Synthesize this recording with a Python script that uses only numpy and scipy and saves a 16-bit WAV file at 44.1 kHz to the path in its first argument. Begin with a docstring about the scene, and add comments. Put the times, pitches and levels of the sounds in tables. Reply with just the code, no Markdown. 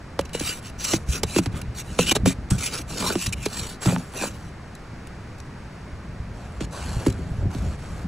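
"""Clearing a snowy car

A plastic scraper rasps frost off a side mirror: fracture noise excites blade resonances and the housing.
Short ticks and snags (swelling noise bursts) and knocks (a short crack, a hollow tap, panel modes) join in.
A brush then hisses through soft snow on the bonnet and bumps the panel. The panels rumble and far traffic
murmurs as shaped noise. The stereo image is wide, with a fixed phase difference between left and right."""
import sys
import numpy as np
from scipy import signal
from scipy.fft import rfft, irfft, next_fast_len
from scipy.io import wavfile
from scipy.ndimage import uniform_filter1d, map_coordinates

SR = 44100
rng = np.random.default_rng(int(sys.argv[2]) if len(sys.argv) > 2 else 0)


def store_pcm(level_fs):
    """Save levels as 16-bit WAV."""
    pcm = np.round(np.clip(level_fs, -1, 1) * 32767).astype(np.int16)
    wavfile.write(sys.argv[1], SR, np.atleast_2d(pcm).T)


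N = 356239


def amp(db):
    """Decibels to gain."""
    return 10 ** (np.asarray(db) / 20)


def unit(x):
    """Scale to rms 1."""
    return x / np.sqrt(np.mean(x ** 2) + 1e-20)


def colour(points):
    """Gain as a function of frequency from (Hz, dB) points on a log axis."""
    f, db = np.transpose(points)
    return lambda hz: amp(np.interp(np.log(hz + 1), np.log(f), db))


def filtered(x, response):
    """Apply a complex frequency response to x."""
    m = next_fast_len(x.shape[-1] + 8192)
    spectrum = rfft(x, m) * response(np.fft.rfftfreq(m, 1 / SR))
    return irfft(spectrum, m)[..., :x.shape[-1]]


def gains(rows):
    """One gain per sample for each dB column, silent outside the rows."""
    s, *columns = np.transpose(rows)
    t = np.arange(N) / SR
    levels_db = [np.interp(t, s, c, left=-np.inf, right=-np.inf) for c in columns]
    return np.array([uniform_filter1d(amp(db), size=350) for db in levels_db])


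def wobble(rate):
    """A smooth random curve, rate knots a second."""
    knots = rng.standard_normal(int(N * rate / SR) + 4)
    return map_coordinates(knots, [np.arange(N) * rate / SR])


def add(track, s, sound):
    """Mix a sound into the track at time s."""
    part = track[max(round(s * SR), 0):][:len(sound)]
    part += sound[:len(part)]


def resonance(hz, centre, width):
    """Response of one damped mode, 1 at its centre."""
    return 1j * hz * width / (centre ** 2 - hz ** 2 + 1j * hz * width)


def fractures(rate, spread_db, hiss):
    """Tiny breaks of random size at random moments, over a smooth hiss."""
    happens = rng.random(N) < rate / SR
    size = amp(spread_db * np.minimum(rng.standard_normal(N), 2.3))
    sign = np.sign(rng.standard_normal(N))
    return unit(unit(happens * size * sign) + hiss * rng.standard_normal(N))


def patches(x, gain, size, order):
    """Multiply x's spectrogram by gain(field), a random field smoothed over size bins and order frames."""
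    z = signal.stft(x, nperseg=512)[2]
    field = rng.standard_normal(z.shape)
    for _ in range(2):
        field = uniform_filter1d(uniform_filter1d(field, size, axis=0), order, axis=1)
    return signal.istft(z * gain(unit(field)), nperseg=512)[1][:N]


def wandering(x, depth_db):
    """The contact points creep along the tool's edge, so narrow bands come and go at random."""
    return patches(x, lambda field: unit(amp(depth_db * field)), size=3, order=6)


TOUCH_SHARE, LIFT_SHARE = 0.23, 0.19  # share of the push spent settling, of the ease spent leaving
CRUMBLE_DB, CRUMBLE_S = -25, 0.024  # crumbs trickling after the tool: level, time constant


def pressure(rows, shape):
    """Two gains: each stroke touches down, swells, slackens, lifts and leaves loosened crumbs trickling."""
    touch_db, lift_db, curvature = shape
    track = np.zeros((2, N))
    for s, push_s, ease_s, high_db, low_db, *_ in rows:
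        t = np.arange(round((push_s + ease_s) * SR)) / SR
        pushing = t < push_s
        from_peak = np.abs((t - push_s) / np.where(pushing, push_s, ease_s))
        slack_db = np.where(pushing, touch_db, lift_db) * from_peak ** curvature
        contact = np.clip((1 - from_peak) / np.where(pushing, TOUCH_SHARE, LIFT_SHARE), 0, 1)
        add(track[0], s, contact * amp(high_db - slack_db))
        add(track[1], s, contact * amp(low_db - slack_db))
    keep = np.exp(-1 / (CRUMBLE_S * SR))
    crumbs = signal.lfilter([1 - keep], [1, -keep], track)
    return np.hypot(track, amp(CRUMBLE_DB) * crumbs)


# Murmur spectrum. Each row: frequency in Hz, relative density in dB.
TRAFFIC_SPECTRUM = [(20, -4), (50, -4), (110, 0), (180, -3.5), (280, -9), (500, -15), (900, -17),
                    (1600, -18.5), (2400, -24), (3300, -33), (5300, -33.5), (7200, -37.5), (10000, -43),
                    (15600, -38.5)]
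# Difference between left and right. Each row: frequency in Hz, side level relative to mid in dB.
TRAFFIC_SIDE = [(60, -39), (250, -18.5), (650, -4), (1600, -17), (3200, -5), (5100, -1), (6500, -30),
                (9500, -4), (12400, -40)]


def traffic(level_db):
    """A nearly steady far murmur of shaped noise, a little different left and right."""
    mid, side = filtered(rng.standard_normal((2, N)), colour(TRAFFIC_SPECTRUM))
    pair = unit(mid + np.outer([1, -1], filtered(side, colour(TRAFFIC_SIDE))))
    return amp(level_db + 0.57 * wobble(2.767)) * pair


# Panel rumble spectrum. Each row: frequency in Hz, relative density in dB.
RUMBLE_SPECTRUM = [(20, -34), (45, 2.5), (70, 3), (130, -3), (190, -5.5), (300, -17.5), (700, -27),
                   (3000, -84)]
# Rumble under the moving tool. Each row: time in seconds, relative level in dB.
DRUMMING_LEVEL = [(0.0, -43.5), (0.34, -39), (0.65, -41), (1.57, -34), (1.71, -38), (1.93, -37),
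                  (2.16, -34), (2.27, -37), (5.44, -46), (7.11, -29.5), (7.45, -29), (8.08, -35)]


def drumming(side_db):
    """The body panels rumble unevenly as the tool is worked: low noise with a wobbling level."""
    mid, side = (unit(filtered(rng.standard_normal(N), colour(RUMBLE_SPECTRUM))) for _ in range(2))
    level = amp(-0.5 + 3.5 * wobble(13)) * gains(DRUMMING_LEVEL)[0]
    return level * (mid + np.outer([1, -1], amp(side_db) * side))


# Modes of the housing and door skin. Each row: nominal frequency in Hz, relative level in dB.
PANEL_MODES = [(58, -5.5), (76, 2), (110, 2), (138, -2.5), (178, 0.5), (255, -3.5), (390, -5), (520, -4)]
# Soft pushes on mirror and body. Each row: start in seconds, peak in dB, centre in Hz.
SOFT_PUSHES = [(1.089, -12.5, 75), (1.54, -19.5, 90), (1.629, -23, 131), (1.681, -21, 89),
               (2.234, -12.5, 146), (3.885, -16, 175), (5.93, -24, 76), (6.2, -21, 87),
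               (6.967, -14.5, 77.5), (7.069, -15.5, 305), (7.185, -29, 314), (7.316, -14.5, 78),
               (7.386, -15.5, 74), (8.044, -22, 167)]
# Hard contacts. Each row: time in seconds, relative crack level in dB, relative knock level in dB,
# knock pitch in Hz, panel thud peak in dB, thud pitch in Hz.
HARD_KNOCKS = [ (0.191, -5.5, -13.5, 555, -30, 152), (0.348, -10.5, -21.5, 474, -34, 130),
               (0.408, -12.5, -23.5, 300, -34, 100), (0.9346, -0.5, -12.5, 327, -17.5, 149),
               (1.2332, -0.5, -21.5, 440, -15.5, 100.4), (1.3616, -3.5, -11, 346, -21, 202),
               (1.3849, -4, -13.5, 324, -19.5, 198), (1.4589, -7.5, -24.5, 286, -15.5, 106),
               (1.9893, 4.5, -9, 493, -17.5, 207), (2.1131, -6, -19.5, 330, -40, 202),
               (2.1624, -4.5, -18.5, 420, -45, 198), (2.258, -2.5, -15, 520, -8.5, 211),
               (2.5073, -13.5, -20, 198, -7, 139.4), (3.024, -9, -22.5, 706, -25, 197),
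               (3.103, -26, -23, 646, -39, 201), (3.1539, -8.5, -15.5, 346, -23.5, 206),
               (3.2625, -13, -36.5, 200, -16, 111), (3.46, -7.5, -18, 417, -29, 132),
               (3.8572, -5, -17.5, 314, -8.5, 141), (3.922, -26, -23, 550, -17.5, 187),
               (3.9616, -20, -20, 885, -20.5, 202), (4.236, -25, -20.5, 570, -39, 178),
               (6.6072, -11.5, -24, 310, -24, 110), (7.0638, -9, -11.5, 320, -11.5, 85),
               (7.5478, -18, -25.5, 265, -20, 103)]
THUD_LAG_CYCLES, THUD_T60_S = 1.666, 0.12  # the panel gives way just after a knock, later when low


def thuds(octaves, attack_s):
    """Every knock or soft push wakes the damped panel modes near its own pitch."""
    track, t = np.zeros(N), np.arange(SR // 3) / SR
    hz, mode_db = np.transpose(PANEL_MODES)
    after_knocks = [(s + THUD_LAG_CYCLES / centre_hz, db, centre_hz)
                    for s, *_, db, centre_hz in HARD_KNOCKS]
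    for s, peak_db, centre_hz in SOFT_PUSHES + after_knocks:
        detune, chance = rng.standard_normal((2, len(hz)))
        nearness = np.exp(-(np.log2(hz / centre_hz) / octaves) ** 2)
        weight = amp(mode_db + 2.1 * chance) * nearness
        ring = weight @ np.sin(2 * np.pi * np.outer(hz * (1 + 0.047 * detune), t))
        ring *= amp(-60 * t / THUD_T60_S) * (1 - np.exp(-t / attack_s))
        add(track, s, amp(peak_db) * ring / np.abs(ring).max())
    return track


# Brush strokes over the bonnet. Each row: start in seconds, push in seconds, ease in seconds,
# relative bristle hiss level in dB, relative pushed snow level in dB.
BRUSH_SWEEPS = [(6.33, 0.083, 0.22, -59, -45.5), (6.604, 0.0067, 0.049, -44, -35),
                (6.705, .12, 0.31, -43, -36.5), (7.12, 0.058, 0.29, -57.5, -44.5),
                (7.5, 0.041, 0.24, -50, -40.5), (7.77, 0.07, 0.24, -53.5, -43.5)]
# Sweep envelope: dB below the peak at first touch, dB below it at lift-off, curvature.
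SWEEP_ENVELOPE = (2.3, 3.7, 0.54)
# Bristle hiss spectrum. Each row: frequency in Hz, relative density in dB.
BRISTLE_SPECTRUM = [(500, -34), (1800, -2), (2600, 5), (3400, -3), (4400, 2.5), (5500, 0.5), (7800, 2),
                    (9500, -5.5), (11500, 1.5), (15600, -18)]
# Crushed snow spectrum. Each row: frequency in Hz, relative density in dB.
SNOW_SPECTRUM = [(80, -23), (200, -1.5), (400, 0), (700, 2), (1100, -3.5), (1500, -2.5), (2000, -16),
                 (3500, -15), (9000, -49)]


def brush():
    """Many fine bristles hiss through soft snow: dense fractures, bright for hair and dull for snow."""
    hiss_gain, snow_gain = pressure(BRUSH_SWEEPS, SWEEP_ENVELOPE)
    hiss = unit(filtered(fractures(rate=4200, spread_db=11.5, hiss=1.0), colour(BRISTLE_SPECTRUM)))
    snow = unit(filtered(fractures(rate=1200, spread_db=4.5, hiss=0.88), colour(SNOW_SPECTRUM)))
    return amp(0.41 * wobble(60)) * (amp(2.5) * hiss_gain * hiss + amp(-1.5) * snow_gain * snow)


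# Hollow mirror housing. Each row: frequency in Hz, gain in dB.
HOUSING_GAIN = [(150, 7), (280, 3.5), (380, 0), (520, -2), (680, -6.5), (1000, -5), (1450, -1),
                (2000, -3.5), (3500, -0.5), (8000, -40)]


def housing(hz, lag_cycles):
    """Housing colour with a delay that grows towards the lows, so a tap sweeps downwards."""
    return colour(HOUSING_GAIN)(hz) * np.exp(-2j * np.pi * lag_cycles * np.log(hz + 1))


def knock(centre_hz, octaves):
    """One tap on the housing: a band around centre_hz, lifted by a cavity resonance."""
    hz = np.fft.rfftfreq(SR // 2, 1 / SR) + 1
    band = 1 / (1 + (np.log2(hz / centre_hz) / octaves) ** 2) / (1 + (60 / hz) ** 4)
    cavity = 1 + amp(2.0) * resonance(hz, centre_hz, 31)
    phase = np.exp(2j * np.pi * rng.random())
    wave = irfft(band * cavity * housing(hz, lag_cycles=2.1) * phase)
    return wave / np.abs(wave).max()


# Crack spectrum. 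Each row: frequency in Hz, relative density in dB.
CRACK_SPECTRUM = [(300, 8.5), (900, 8), (1500, 1.5), (2800, 0), (5000, -2.5), (8000, -8.5), (15600, -12)]


def knocks():
    """Each hard contact gives a short noise crack and a hollow knock."""
    track, t = np.zeros(N), np.arange(SR // 20) / SR
    envelope = amp(-60 * t / 0.038) * (1 - np.exp(-t / 0.00024))
    for s, crack_db, knock_db, pitch_hz, *_ in HARD_KNOCKS:
        crack = filtered(rng.standard_normal(len(t)) * envelope, colour(CRACK_SPECTRUM))
        add(track, s, amp(crack_db - 9) * crack / np.abs(crack).max())
        add(track, s, amp(knock_db + 2.5) * knock(pitch_hz, octaves=0.64))
    return track


# Plastic blade modes. Each row: frequency in Hz, width in Hz, relative level in dB.
BLADE_MODES = [(2393, 175, 0), (2785, 91, 8), (2954, 49, 3.5), (3274, 100, 4), (3710, 7.9, 5),
               (3950, 36, 10.5), (4540, 92, -4), (5700, 130, 9), (6020, 33, -5), (7450, 61, 6),
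               (7600, 250, -3.5), (10770, 95, 9)]


def blade(hz):
    """The blade's resonances, alternating in sign."""
    return sum((-1) ** k * amp(db) * resonance(hz, centre_hz, width_hz)
               for k, (centre_hz, width_hz, db) in enumerate(BLADE_MODES))


# Frost spectrum. Each row: frequency in Hz, relative density in dB.
FROST_SPECTRUM = [(300, -18), (1500, -2), (2400, -2.5), (3500, 1), (5000, 1.5), (7000, 2.5), (9500, -1.5),
                  (12000, 5), (14000, -4), (15600, 0)]


def rasp(breaks, ring_db):
    """Breaks are heard directly, with the colour of frost, and through the blade's resonances."""
    direct = unit(filtered(breaks, colour(FROST_SPECTRUM)))
    return unit(direct + amp(ring_db) * unit(filtered(breaks, blade)))


# Ticks and snags. Each row: start in seconds, length in seconds, relative level in dB.
TICKS_AND_SNAGS = [(0.207, .0074, -29), (0.251, 0.0083, -36.5), (0.293, 0.0032, -37.5),
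                   (0.332, 0.0045, -29), (0.394, 0.0085, -22.5), (0.84, 0.016, -19.5), (1.232, 0.0048, -17),
                   (1.371, 0.024, -19.5), (1.574, 0.0031, -35), (1.614, 0.0056, -28.5), (2.068, 0.016, -24),
                   (2.272, 0.01, -22), (2.502, 0.011, -21), (2.581, 0.013, -27.5), (2.659, 0.0092, -21),
                   (2.999, .007, -22), (3.259, 0.014, -20), (3.292, .004, -33.5), (3.454, 0.012, -22),
                   (3.814, 0.033, -30), (4.751, 0.0033, -35.5), (5.07, 0.0042, -36.5), (5.38, .012, -48),
                   (5.4, 0.0038, -37.5), (7.066, .007, -24.5), (7.081, 0.0026, -28), (7.1, .005, -29),
                   (7.123, 0.0052, -33)]


def ticks_and_snags():
    """Ice catching on the tool, loose crumbs falling, small clicks; each swells, then stops."""
    swell = np.zeros(N)
    for s, length_s, db in TICKS_AND_SNAGS:
        u = np.linspace(0, 1, max(round(length_s * SR), 8))
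        add(swell, s, amp(db) * np.sqrt(u) * (1 - u ** 6))
    breaks = swell * fractures(rate=4000, spread_db=0, hiss=0.23)
    size = np.sqrt(np.mean(breaks ** 2))
    return amp(0.5) * size * rasp(breaks, ring_db=-5.5)


# Scraper strokes on the mirror. Each row: start in seconds, push in seconds, ease in seconds,
# relative frost rasp level in dB, relative snow crunch level in dB, blade ring in Hz, ring level in dB.
SCRAPER_STROKES = [ (0.328, 0.024, .045, -32, -42, 2880, 6), (0.384, 0.098, 0.071, -26.5, -40.5, 2930, -6),
                   (0.54, 0.026, 0.039, -37.5, -41, 2950, -5), (0.615, 0.042, 0.058, -42, -56, 2840, 5),
                   (0.775, 0.14, 0.07, -25.5, -37.5, 5970, 6), (.965, .02, .07, -50, -47, 6000, -8),
                   (1.06, .1, 0.047, -29.5, -37.5, 6000, 0), (1.25, 0.14, 0.018, -29.5, -39, 2600, -2),
                   (1.4, 0.037, .045, -42, -49, 2520, 1), (1.51, 0.062, 0.041, -43, -34, 2480, -6),
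                   (1.744, 0.053, 0.031, -32.5, -59, 3150, -2), (1.81, 0.21, .025, -41, -47, 3150, -8),
                   (1.982, 0.028, 0.055, -25, -35, 2720, 6), (2.058, .038, 0.013, -18.5, -24.5, 3050, 15),
                   (2.109, 0.0082, 0.011, -11.5, -20, 2470, 11),
                   (2.149, 0.0055, 0.021, -22.5, -24, 3730, 9), (2.253, 0.01, 0.075, -23.5, -29, 2350, -6),
                   (2.503, 0.0068, 0.069, -32, -32, 8140, 10.5),
                   (2.569, 0.079, 0.047, -27, -39.5, 2370, -5), (2.664, 0.081, 0.089, -30.5, -34, 2280, -2),
                   (2.862, 0.17, 0.11, -30, -30, 4100, -10), (3.055, 0.029, 0.07, -30.5, -29.5, 4220, 4),
                   (3.124, 0.1, 0.088, -29.5, -50, 2520, -5), (3.324, .006, .016, -26, -58, 2520, 10),
                   (3.35, 0.098, 0.046, -37, -50, 2600, 6), (3.48, 0.095, 0.2, -32.5, -36.5, 4400, 3),
                   (3.799, 0.097, 0.074, -30, -26, 7600, 4), (3.969, 0.0074, 0.18, -44, -44.5, 7500, -15),
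                   (4.121, .12, 0.052, -29, -30, 8200, -10), (4.275, 0.017, 0.24, -48, -49, 6000, -18)]
UPPER_RING_HZ, UPPER_RING_DB = 5520, -17.5  # the blade's second resonance under load


def gripped(x, low_width_hz, high_width_hz):
    """Each stroke grips the glass anew and shifts the scraping's energy into its own blade resonance."""
    track = np.zeros(N)
    edges = [0] + [row[0] for row in SCRAPER_STROKES[1:]] + [N / SR]
    for (*_, ring_hz, ring_db), s, end in zip(SCRAPER_STROKES, edges, edges[1:]):
        part = np.pad(x[round(s * SR):round(end * SR)], (0, SR // 20))  # room to ring on

        def lift(hz):
            lower = amp(ring_db) * resonance(hz, ring_hz, low_width_hz)
            upper = amp(UPPER_RING_DB) * resonance(hz, UPPER_RING_HZ, high_width_hz)
            return 1 + lower + upper

        add(track, s, unit(filtered(part, lift)) * np.std(part))
    return track


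# Stroke envelope: dB below the peak at first touch, dB below it at lift-off, curvature.
SCRAPE_ENVELOPE = (13.3, 11.9, 1.12)


def scraper():
    """The blade sticks and slips over frost while it crushes snow against the housing."""
    frost_gain, snow_gain = pressure(SCRAPER_STROKES, SCRAPE_ENVELOPE)
    slip = unit(amp(1.5 * wobble(70) + 1.8 * wobble(300)))
    grains = rasp(fractures(rate=3000, spread_db=0.5, hiss=0.89), ring_db=-5)
    frost = amp(1.5) * slip * frost_gain * grains
    crush = snow_gain * fractures(rate=600, spread_db=3.5, hiss=0.35)
    crunch = lambda hz: colour(SNOW_SPECTRUM)(hz) * housing(hz, lag_cycles=1.5)
    snow = np.std(crush) * unit(filtered(crush, crunch))
    rubbing = wandering(frost + snow, depth_db=3.2)
    return gripped(rubbing + ticks_and_snags(), low_width_hz=360, high_width_hz=240)


def widening(x):
    """A randomly changing side signal, a quarter turn out of phase, widens the tool's sound."""
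    side = patches(x, lambda field: field, size=5, order=10)
    quarter_turn = lambda hz: 1j * hz / (hz + 100) / (1 + (hz / 11000) ** 20)
    return np.outer([1, -1], filtered(side, quarter_turn))


def scene():
    """The tool at work on the car, in the open air."""
    rubbing = scraper() + wandering(brush(), depth_db=2.5) + thuds(octaves=0.72, attack_s=0.0039)
    taps = knocks()
    direct = rubbing + taps * amp([[-1], [1]])  # taps are louder on the right
    width = amp(-12.5) * widening(rubbing + taps)
    return direct + width + drumming(side_db=-20) + traffic(level_db=-39.5)


# Phase between left and right. Each row: frequency in Hz, lead of the left in radians.
STEREO_PHASE = [(0, 0), (300, 0), (750, -.45), (1200, 0), (2100, 0), (2700, -.7), (3900, 0), (4600, -.5),
                (5050, -3.14), (5350, -5.7), (5750, -6.28), (7500, -6.28), (9000, -7), (11500, -8.7),
                (12400, -9.42), (16000, -9.42)]
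TOP_HZ = 15800


def record(dry):
    """A fixed phase difference between left and right, growing towards the treble; band-limited at the top."""
    half_phase = lambda hz: np.interp(hz, *np.transpose(STEREO_PHASE)) / 2
    pair = filtered(dry, lambda hz: np.exp(1j * np.outer([1, -1], half_phase(hz))))
    return filtered(pair, lambda hz: hz < TOP_HZ)


dry = scene()
out = record(dry)
store_pcm(out)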